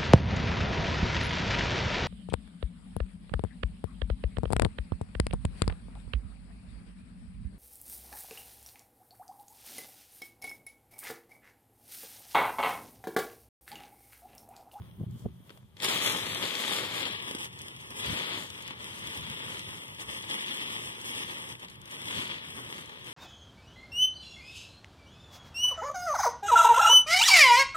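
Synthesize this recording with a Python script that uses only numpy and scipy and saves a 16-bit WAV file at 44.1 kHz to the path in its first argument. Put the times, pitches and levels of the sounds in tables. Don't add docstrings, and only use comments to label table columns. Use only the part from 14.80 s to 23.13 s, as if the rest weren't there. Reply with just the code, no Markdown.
import sys
import numpy as np
from scipy import signal
from scipy.fft import rfft, irfft, next_fast_len
from scipy.io import wavfile
from scipy.ndimage import uniform_filter1d, map_coordinates

SR = 44100
rng = np.random.default_rng(int(sys.argv[2]) if len(sys.argv) > 2 else 0)


def field_ratio(decibels):
    return 10 ** (np.asarray(decibels, dtype=float) / 20)


def store_wav(level_fs):
    pcm = np.round(np.clip(np.atleast_2d(level_fs), -1, 1) * 32767)
    wavfile.write(sys.argv[1], SR, pcm.T.astype(np.int16))


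N = 367353


def unit(x):
    return x / np.sqrt(np.mean(x ** 2) + 1e-20)


def along(points, hz):
    f, *cols = np.transpose(points)
    return np.array([np.interp(np.log(hz + 1), np.log(f + 1), c) for c in cols])


def curve(rows):
    s, values = np.transpose(rows)
    return np.interp(np.arange(N) / SR, s, values)


def wobble(rate):
    knots = rng.standard_normal(int(N * rate / SR) + 4)
    return unit(map_coordinates(knots, [np.arange(N) * rate / SR]))


def drifting(count, size):
    return unit(uniform_filter1d(rng.standard_normal(count), size=size))


def filtered(x, response):
    m = 2 * next_fast_len(N // 2 + 4096)
    return irfft(rfft(x, m) * response(np.fft.rfftfreq(m, 1 / SR)), m)[..., :N]


def mixed(rows, response):
    m = 2 * next_fast_len(N // 2 + 4096)
    return irfft((rfft(rows, m) * response(np.fft.rfftfreq(m, 1 / SR))).sum(-2), m)[..., :N]


def both(x, alike):
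    turn = np.arccos(np.clip(alike, -1, 1)) / 2
    return np.cos(turn) * x[0] + np.sin(turn) * x[1] * [[1], [-1]]


# frequency in Hz, level in dB per Hz.
FIELD_TONE = [(150, -16.5), (250, 6), (1050, -4), (2400, -20), (3300, 0.5), (4000, -22), (6650, -56),
              (7900, -12), (15500, -11.5)]
# frequency in Hz, likeness from -1 to 1.
FIELD_ALIKE = [(4200, 0.345), (5200, -.7), (7800, -0.9), (8800, 0.054)]
# time in seconds, gain in dB.
BREEZE_SWELLS = [(0, 0.5), (.25, -0.5), (.29, -7), (.34, 2), (.44, 1), (.5, -6.5), (.64, -1), (.68, 0.5),
                 (.785, 2.5), (.81, -8.5), (.96, -5), (1.1, -1.5)]


def field():
    def response(hz):
        turn = np.arccos(np.clip(along(FIELD_ALIKE, hz)[0], -1, 1)) / 2
        left, right = [np.cos(turn), np.sin(turn)], [np.cos(turn), -np.sin(turn)]
        return field_ratio(along(FIELD_TONE, hz)[0]) * np.array([left, right])
    level_db = -64.0 + curve(BREEZE_SWELLS) + 0.59 * wobble(9.3)
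    return field_ratio(level_db) * unit(mixed(rng.standard_normal((2, N)), response))


# time in seconds, level in dB.
WIND_DRIFT = [(0, -51.5), (.16, -54.5), (.21, -39.5), (.42, -49), (.67, -60.5), (1.2, -54.5), (1.64, -49.5),
              (1.69, -69.5), (1.88, -56.5), (2.37, -55.5), (3.16, -59), (4.3, -54.5), (4.95, -53.5),
              (5.45, -59), (6.5, -58.5), (7.2, -56.5), (7.6, -54.5), (8.33, -60)]
# middle in seconds, gain in dB, width in seconds.
GUSTS_AND_LULLS = [(0, 9.5, 0.013), (0.254, -37.5, 0.00507), (.29, -3, 0.0116), (.388, -24.5, 0.0047),
                   (0.461, 17, 0.0155), (.56, 4.5, 0.035), (2.48, -14.5, 0.011), (3.22, 10.5, 0.0265),
                   (3.311, 21, 0.0284), (3.429, -7.5, 0.027), (4.34, -21.5, 0.0145), (4.42, 7, 0.11),
                   (4.59, -5, 0.033), (5.03, -16, 0.0233), (6.36, 4, 0.011), (6.73, 2, 0.023),
                   (6.82, -5, 0.014), (7.28, 7.5, 0.0205), (7.38, 11, 0.0185), (7.46, -2.5, 0.046),
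                   (7.66, -9, 0.0122)]


def gusts():
    t = np.arange(N) / SR
    level_db = curve(WIND_DRIFT)
    for s, gain_db, width in GUSTS_AND_LULLS:
        level_db = level_db + gain_db * np.exp(-.5 * ((t - s) / width) ** 2)
    return level_db


# frequency in Hz, level in dB per Hz.
WIND_TONE = [(15, -70), (25, -16), (43, -16), (56, -6), (113, -1), (190, -9), (316, -31), (378, -22),
             (420, -36.5), (550, -68), (920, -120)]
# middle in seconds, peak in dB, length in seconds.
WIND_POPS = [(0.01, -38.5, 0.0039), (0.194, -44, 0.0047), (0.205, -29, 0.0062), (0.213, -24.5, 0.0031),
             (0.237, -28, 0.0051), (0.29, -46, 0.0135), (0.358, -36, 0.0054), (0.409, -39.5, 0.0059),
             (0.456, -23, 0.0085), (0.46, -18, 0.00268), (0.464, -19.5, 0.00266), (0.485, -32.5, 0.0174),
             (0.605, -38, 0.0041), (1.603, -32.5, 0.038), (3.2, -54, 0.0044), (3.294, -41.5, 0.0093),
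             (3.302, -28, 0.0068), (3.326, -31.5, 0.0097), (4.377, -40.5, 0.0035), (7.347, -29.5, 0.0084),
             (0.28, -48.5, 0.0054), (7.39, -28, 0.0092)]


def wind():
    lumps = field_ratio(1.8 * wobble(18)) * both(rng.standard_normal((2, N)), alike=.7)
    air = field_ratio(gusts() + 5.5) * unit(filtered(lumps, lambda hz: field_ratio(along(WIND_TONE, hz)[0])))
    t = np.arange(-2048, 2048) / SR
    hz = np.fft.rfftfreq(len(t), 1 / SR)
    no_rumble = (hz / 90) ** 2 / (1 + (hz / 90) ** 2)
    for s, db, length in WIND_POPS:
        edge_hz = 260 * 2 ** (0.03 * (db + 23.0))
        slope = no_rumble / (3.0 + (hz / edge_hz) ** 3.675)
        noise = both(rng.standard_normal((2, len(t))), alike=0.6)
        pop = irfft(rfft(noise) * slope) * np.exp(-.5 * (t / length) ** 2)
        pop = field_ratio(db - 7.5) * pop / abs(pop).max()
        at = round(s * SR) + np.arange(len(t)) - len(t) // 2
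        air[:, at[at >= 0]] += pop[:, at >= 0]
    return air


# time in seconds, level in dB.
DRAG_SPEED = [(0, -77), (.95, -77.5), (1.035, -35.5), (1.45, -38.5), (2.0, -36), (2.32, -37.5),
              (2.7, -55.5), (3.13, -54), (3.7, -50.5), (4.0, -50), (4.35, -46), (4.8, -46.5), (5.15, -53),
              (6.2, -50), (7.03, -59), (7.39, -40.5), (7.65, -49.5), (8.33, -52)]
# start in seconds, hold in seconds, gain in dB, extra crinkle in dB.
TUGS_AND_SLACKS = [(0.28, 0.16, 3.5, -1), (0.647, 0.071, 7, 1.5), (1.071, 0.0886, 3.5, 1),
                   (1.198, 0.0782, 5, 4), (1.573, 0.0167, -2.5, 1), (1.601, 0.052, 2.5, 0),
                   (1.913, 0.042, 1.5, 1.5), (2.279, 0.112, -2.5, -3.5), (2.585, 0.0452, 6.5, 3.5),
                   (2.816, 0.037, 2, 1.5), (3.152, 0.0272, 5.5, 8), (3.181, 0.3067, 14, 0),
                   (3.382, 0.112, -0.65, -5), (3.824, 0.069, 1, -5), (3.917, 0.047, -4, -6),
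                   (4.858, 0.021, 0.5, 1.5), (5.184, 0.0204, 6.5, 4), (5.269, 0.0917, 8, 1.52),
                   (5.42, 0.016, 3.5, -1.5), (5.483, 0.0336, 3, 1.5), (5.466, 0.309, 10, 0),
                   (5.89, 0.1466, 4.5, 2.5), (6.236, 0.0547, 6.5, 4.5), (6.324, 0.08, 10, 2.5),
                   (6.445, 0.1544, 7, 0), (6.803, 0.0295, 4, -0.5), (7.11, 0.114, 1.5, 1),
                   (7.456, 0.13, -1.5, -5), (8.017, 0.146, -1.84, -5.5), (8.255, 0.065, 2, 0),
                   (0.019, 0.0384, 7, -2), (0.361, 0.052, -1, 9), (1.024, 0.01334, 5, 4.5),
                   (1.307, 0.187, 1, 2), (2.224, 0.047, -1.5, -3.5), (2.676, 0.022, -1.5, -3.5),
                   (4.226, 0.054, 2, 0), (6.685, 0.02, 7, 0.5), (6.753, 0.0254, -4.5, 0),
                   (6.849, 0.0177, -3.5, -7.5), (6.945, 0.0593, -3.5, -8), (7.018, 0.025, 1.5, -1.5),
                   (7.103, 0.023, 4.5, 0.5), (7.265, 0.024, 1.5, 1.5), (7.39, 0.029, 0.5, -0.5),
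                   (7.48, 0.044, 4, -1), (1.79, 0.085, 0.5, 1.5), (2.051, 0.0596, -2.5, -2.5),
                   (5.648, 0.071, -0.5, 1), (7.32, 0.0287, 2, -0.5)]


def pull():
    t = np.arange(N) / SR
    scrape_db, extra_db = curve(DRAG_SPEED), np.zeros(N)
    for s, hold, gain_db, crinkle_db in TUGS_AND_SLACKS:
        take_up = 0.017 + 0.119 * hold
        let_go = 0.0121 + 0.427 * hold
        shape = np.interp(t, np.cumsum([s, take_up, hold, let_go]), [0, 1, 1, 0])
        scrape_db = scrape_db + gain_db * shape
        extra_db = extra_db + crinkle_db * shape
    faster_db = scrape_db + 45
    belly_db = -4 - 0.235 * faster_db
    crinkle_db = -8.5 - 0.139 * faster_db + extra_db
    return scrape_db, belly_db, crinkle_db


def creases(per_s, spread_db, hiss_db):
    folds = (rng.random(N) < 90 / SR) * np.minimum(rng.exponential(size=N), 1.6)
    clumps = signal.lfilter([1], [1, -field_ratio(-60 / SR / .08)], folds)
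    chance = per_s / SR * (0.41 + .55 * clumps)
    size = (rng.random(N) < chance) * field_ratio(spread_db * np.minimum(rng.exponential(size=N), 2.6))
    size = signal.lfilter([1], [1, -.8], size)
    ticks = unit(size * rng.standard_normal((2, N)))
    return unit(ticks + field_ratio(hiss_db) * rng.standard_normal((2, N)))


# time in seconds, peak in dB, dull part and fine part in dB above that peak.
LARGE_CREASES = [(0.0184, -47.5, 6.5, -34), (0.111, -49, -12, -25.5), (0.6943, -38.5, 0, -30),
                 (0.7038, -38, 7, -28), (0.774, -51, 11, -10), (0.968, -36, -10, -19.5),
                 (1.0015, -26.5, -26.5, -19), (1.0312, -22, -22.5, -9.5), (1.045, -18, -14, -7),
                 (1.087, -17, -21, -13), (1.547, -24, -3.5, -8), (1.6264, -18, -5.5, -26),
                 (1.7524, -16.5, -34.5, -21.5), (1.9334, -18, -22, -21), (2.2542, -20.5, -18, -28),
                 (2.5108, -30, 5.5, -8.5), (2.5492, -28, 4.5, -8), (2.8827, -34.5, -4, -11.5),
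                 (3.52, -26, -2, -35.5), (3.907, -28, 0.5, -27), (4.043, -32.5, -16.5, -8.5),
                 (4.2716, -33, 6, -5.5), (5.4984, -27, -4.5, -14), (5.5101, -21, -27.5, -28),
                 (6.8472, -30, -26.5, -33), (6.8837, -34.5, -20, -20.5), (7.112, -39.5, -24, -2.5),
                 (7.5002, -36, -14.5, -27), (7.926, -29, 1.5, -16.5), (8.0101, -46.5, -7, -0.5),
                 (.3102, -60.5, -12, 0.5), (.3596, -64.5, -10, 2), (.378, -70.5, -8.5, 3.5),
                 (0.394, -62.5, -10, 4.5), (1.096, -19.5, -4.5, -18.5), (1.1243, -33, -15, -21),
                 (1.25, -29.5, -6.5, -7), (1.466, -21.5, -2, -25), (1.8791, -18.5, -6.5, -18),
                 (1.9639, -18, -19.5, -21.5), (2.3091, -24.5, -18, -22), (2.644, -32.5, -5.5, -20.5),
                 (2.8162, -45, -15.5, 5.5), (3.8231, -47, -18, 3), (5.4238, -45.5, -10, 3),
                 (6.0566, -44, -20, 6.5), (6.7523, -34, -17.5, -22.5), (7.1219, -35.5, -15, -18),
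                 (7.477, -49.5, -15, 4.5), (8.0585, -50, -15, 2.5), (7.9812, -31.5, -15.5, -19.5),
                 (1.186, -27, -11.5, -11.5), (1.279, -25, -2, -14), (6.7205, -34.5, -13.5, -19.5),
                 (8.0945, -36, 4, -17)]
# time in seconds, peak in dB.
THIN_CREASES = [(1.2197, -28), (2.606, -37), (2.79, -38.5), (2.9632, -41), (3.0113, -43), (3.1051, -34),
                (3.186, -49), (3.2605, -32.5), (4.9783, -48.5), (6.2137, -37), (3.7019, -33.5),
                (3.8776, -34), (4.3738, -30.5), (4.793, -32.5), (4.891, -40.5), (5.2068, -43.5),
                (5.615, -43.5), (6.266, -37), (6.7962, -44), (6.801, -48), (6.8995, -41), (7.0154, -42.5),
                (7.056, -40.5), (7.0771, -41.5), (7.2815, -37.5), (8.2454, -42.5), (2.1592, -41.5),
                (2.3278, -39), (2.586, -34.5), (2.729, -42.5), (3.0045, -48.5), (1.0218, -27.5),
                (2.4251, -36), (2.6566, -43), (1.9106, -47), (3.8658, -41), (7.2556, -35.5),
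                (4.2066, -49.5), (4.3173, -46), (4.4515, -47), (4.4993, -33.5), (5.0808, -39),
                (5.1468, -40), (6.015, -50.5), (6.1508, -42.5), (6.54, -49), (6.6217, -40.5), (6.6655, -48),
                (6.69, -39), (6.83, -44.5), (6.9554, -47), (7.2166, -35.5), (7.704, -37)]


def snaps():
    t = np.arange(1024) / SR
    parts = np.zeros((3, 2, N + len(t)))
    noise = rng.standard_normal((2, N + len(t)))
    fade = field_ratio(2.0 - 60 * t / 0.00803) + field_ratio(-11.0 - 60 * t / 0.0493)
    envelope = fade * (1 - np.exp(-t / 0.0005))
    thin = [(s, db, -36.5, -7.5) for s, db in THIN_CREASES]
    for s, db, dull_db, fine_db in [*LARGE_CREASES, *thin]:
        at = slice(round(s * SR), round(s * SR) + len(t))
        levels_db = [[[db + dull_db + 16.5]], [[db + 11.5]], [[db + fine_db + 30.0]]]
        parts[..., at] += field_ratio(levels_db) * noise[:, at] * envelope
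    return parts[..., :N]


def causal(gain):
    cep = irfft(np.log(gain + 1e-6))
    half = cep.shape[-1] // 2
    cep[..., 1:half] *= 2
    cep[..., half + 1:] = 0
    return np.exp(rfft(cep))


def ports(pair, colour, shared):
    f, like, lead = np.transpose(shared)

    def response(hz):
        same = np.interp(hz, f, np.clip(like, 0, .99))
        late = same * np.exp(-1j * np.interp(hz, f, lead))
        left_db, right_db = along(colour, hz)
        ring = causal(field_ratio(left_db))
        right = ring * field_ratio(right_db - left_db)
        return np.array([[ring, 0 * ring], [right * late, right * np.sqrt(1 - same ** 2)]])
    return mixed(pair, response)


# time in seconds, centre in Hz, depth in dB.
FOLD_SHADOW = [(0.999, 6300, -11), (1.06, 6160, -5), (1.14, 5250, -11.5), (1.2, 5330, -2),
               (1.259, 5130, -12.5), (1.37, 4443, -7), (1.43, 4950, -3), (1.5, 5297, -15), (1.58, 5412, -4),
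               (1.66, 5620, -7.5), (1.82, 5316, -0.5), (1.93, 5980, -8), (2.07, 6190, -5), (2.15, 5700, -4),
               (2.24, 6340, -15), (2.35, 5670, -10.5)]


def grounded(x):
    hz, t, z = signal.stft(x[0] + x[1], SR, nperseg=512)
    s, centre_hz, depth_db = np.transpose(FOLD_SHADOW)
    centre = np.interp(t, s, centre_hz) + 202 * drifting(len(t), size=4)

    def dip(at_hz):
        return np.exp(-.5 * ((hz[:, None] - at_hz) / 340) ** 2)
    dips = dip(centre) + 0.34 * dip(1.74 * centre)
    notch_db = np.interp(t, s, depth_db, left=0) * dips
    return x + signal.istft(z * (field_ratio(notch_db) - 1), SR, nperseg=512)[1][:N] / 2


# frequency in Hz, left level in dB, right level in dB.
NEAR_TONE = [(255, -11.5, -10.5), (633, -13, -9), (847, -9.5, -16.5), (1198, -9.5, -13.5),
             (1398, -15.5, -18.5), (2103, -7, -13), (2849, -7, -15.5), (3357, -0.5, -12.5),
             (3992, -9.5, -11.5), (5756, -19.5, -19), (7357, -20, -21.5), (10120, -27.5, -23),
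             (13750, -31, -30), (15200, -33.5, -23.5)]
# frequency in Hz, left level in dB, right level in dB.
FAR_TONE = [(243, -11, -7.5), (606.7, -15.5, -11), (658, -19.5, -24), (908, -6.5, -11.5),
            (1430, -13.5, -13), (1940.3, -4, -5.5), (2516, -4, -4), (3366, 3, -5), (3827.6, -8, -9.5),
            (5050, -16, -13.5), (7004, -17.5, -19), (9447, -22, -20), (13820, -36.5, -30.5),
            (14110, -31.5, -83.5)]
# frequency in Hz, likeness from 0 to 1, left lead in radians.
NEAR_SHARED = [(200, 0.87, 0.098), (484.5, 0.84, 0.466), (725.4, 0.92, 2.713), (827.5, 0.95, 1.302),
               (2372, 0.7, 2.2), (3080, 0.58, 2.01), (3280, 0.2, 0.67), (4740, 0, 1.7), (5630, 0.2, 1.5),
               (6240, 0, 2.1), (9875, 0.2, 5.3), (13330, 0.6, 13.5), (16300, 0.3, 14.9)]
# frequency in Hz, likeness from 0 to 1, left lead in radians.
FAR_SHARED = [(279, 0.925, 0.27), (721.4, 0.942, 2.67), (831, 0.39, 2.905), (1454, 0.85, 2.934),
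              (2239, 0.925, 3.15), (2989, 0.912, 4.04), (3550, 0.69, 3.91), (4077, 0.6366, 2.817),
              (5592, 0.78, 1.994), (6241, 0.68, 2.367), (7285, 0.659, 3.25), (10173, 0.81, 6.925),
              (12825, 0.54, 13.3), (15000, 0.6, 10)]
# time in seconds, share of the far path from 0 to 1.
MOVING_AWAY = [
    (2.1, 0.),
    (2.6, 0.924),
    (3.15, 0.882),
    (3.3, 0.478),
    (3.6, 0.296),
    (3.75, 0.702),
    (6.7, 0.84),
    (7.4, 0.719),
    (8.33, 0.623),
]


def tarp():
    scrape_db, belly_db, crinkle_db = pull()
    jerks = 1.3 * wobble(14) + 0.683 * wobble(45)
    dull, bright, sharp = snaps()
    sheet = creases(per_s=2600, spread_db=3.5, hiss_db=1.5)
    fine = creases(per_s=1100, spread_db=3.0, hiss_db=3.5)
    belly = field_ratio(scrape_db + belly_db + 26.5 + 1.084 * jerks) * sheet + dull
    crinkle_level_db = scrape_db + crinkle_db + 30.5 + 1.03 * jerks + 0.665 * wobble(25)
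    crinkle = field_ratio(crinkle_level_db) * fine + sharp
    scrape = field_ratio(scrape_db + 19.5 + 0.166 * jerks) * sheet + bright

    def ranges(hz):
        def below(edge_hz):
            return 1 / (1 + (hz / edge_hz) ** 6)
        low, middle, high = below(1674) - below(103), below(5670) - below(1468), 1 - below(5292)
        return np.array([low, middle, high])
    whole = mixed(np.stack([belly, scrape, crinkle], axis=1), ranges)
    away = np.clip(curve(MOVING_AWAY), 0, 1)
    near = grounded(ports(whole * (1 - away), NEAR_TONE, NEAR_SHARED))
    return near + ports(whole * away, FAR_TONE, FAR_SHARED)


def scene():
    return field() + wind() + tarp()


def bands(power, share, widest):
    line = np.arange(power.shape[-2])
    band = np.cumsum(1 / np.clip(line * share, 4, widest)).astype(int)
    start = np.flatnonzero(np.diff(band, prepend=-1))
    sums = np.add.reduceat(power, start, axis=-2) / np.bincount(band)[band[start], None]
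    return np.repeat(sums, np.diff(start, append=len(line)), axis=-2)


# frequency in Hz, level in dB about its neighbours.
MASK_TONE = [(1300, -13.5), (2500, -15.5), (3800, -11), (4350, -6), (5300, -10.5), (6300, -6.5),
             (7200, -5.5), (8300, -8), (10000, -8.5), (13000, -8), (14000, -7.5), (15500, -9.5)]
# time in seconds, dB added to the mask.
MASK_RISE = [(0, 4.5), (.25, 3.5), (.32, 2), (.45, 2.5), (.5, 3.5), (.64, 3), (.72, -5), (.98, -4),
             (1.04, 3.5), (2.3, 2.5), (2.41, 3.5), (3.24, 3.5), (3.3, 2.5), (3.68, 1.5), (3.74, 2.5),
             (4.4, 3), (4.47, 3.5), (6.74, 3), (6.78, 3.5), (7.1, 3.5), (7.14, 5), (7.3, 2.5), (7.34, 1),
             (7.54, 0.5), (7.58, 1), (7.82, 4.5), (7.86, 2.5), (8.33, 2)]
# time in seconds, dB taken off the mask.
SPARED_MOMENTS = [(2.65, 7), (2.785, 7.5), (3.005, 9.5), (3.255, 4), (3.68, 5.5), (3.831, 7.5), (3.9, 3),
                  (3.99, 7), (4.185, 6), (4.25, 5.5), (4.345, 6), (4.445, 7), (4.731, 7.5), (4.799, 2.5),
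                  (4.885, 0), (4.975, 4), (5.04, 0), (5.205, 8), (5.44, 2.5), (5.492, 5), (5.68, 6),
                  (5.81, 1.5), (6.205, 7.5), (6.485, 5.5), (6.8, 5.5), (6.89, 7.5), (7.01, 6.5),
                  (7.105, 5.5), (7.97, 4), (8.2, 4)]


def hide_masked(x):
    lead = 1024 - 214
    pair = np.pad([x[0] + x[1], x[0] - x[1]], ((0, 0), (lead, 0)))
    hz, t, z = signal.stft(pair, SR, window="cosine", nperseg=2048)
    t = t - lead / SR
    power = abs(z) ** 2
    masker = np.sqrt(abs(uniform_filter1d(power.max(axis=0), 48, axis=0)))
    spared_db = sum(db * np.exp(-((t - s) / .014) ** 4) for s, db in SPARED_MOMENTS)
    rise_db = np.interp(t, *np.transpose(MASK_RISE)) + 0.5 * drifting(len(t), size=2) - spared_db
    mask = field_ratio(along(MASK_TONE, hz).T) * masker
    banded = bands(uniform_filter1d(power / mask ** 2, size=3), share=.09, widest=20)
    near_top_hz, far_top_hz = 14590, 14160
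    top_hz = near_top_hz + (far_top_hz - near_top_hz) * np.interp(t, *np.transpose(MOVING_AWAY))
    top_hz = top_hz + 800 * (t < 0.96)
    top_hz = top_hz + 550 * np.clip(spared_db - 4, 0, None)
    top_hz = top_hz + 436.5 * drifting(len(t), size=2)
    top_hz = 345 * np.round(top_hz / 345)
    heard = (banded > field_ratio(2 * rise_db)) | (hz < MASK_TONE[0][0])[:, None]
    keep = heard & (hz[:, None] < top_hz)
    mid, side = signal.istft(z * keep, SR, window="cosine", nperseg=2048)[1][:, lead:lead + N]
    return np.array([mid + side, mid - side]) / 2


def band_limit(x):
    return signal.sosfilt(signal.butter(12, 15760, fs=SR, output="sos"), x)


def record(dry):
    x = filtered(dry, lambda hz: (1j * hz / 58) ** 3 / (1 + 1j * hz / 58) ** 3)
    x = x / (1 + abs(x / .3) ** 3) ** (1 / 3)
    return band_limit(hide_masked(x))


dry = scene()
out = record(dry)
store_wav(out)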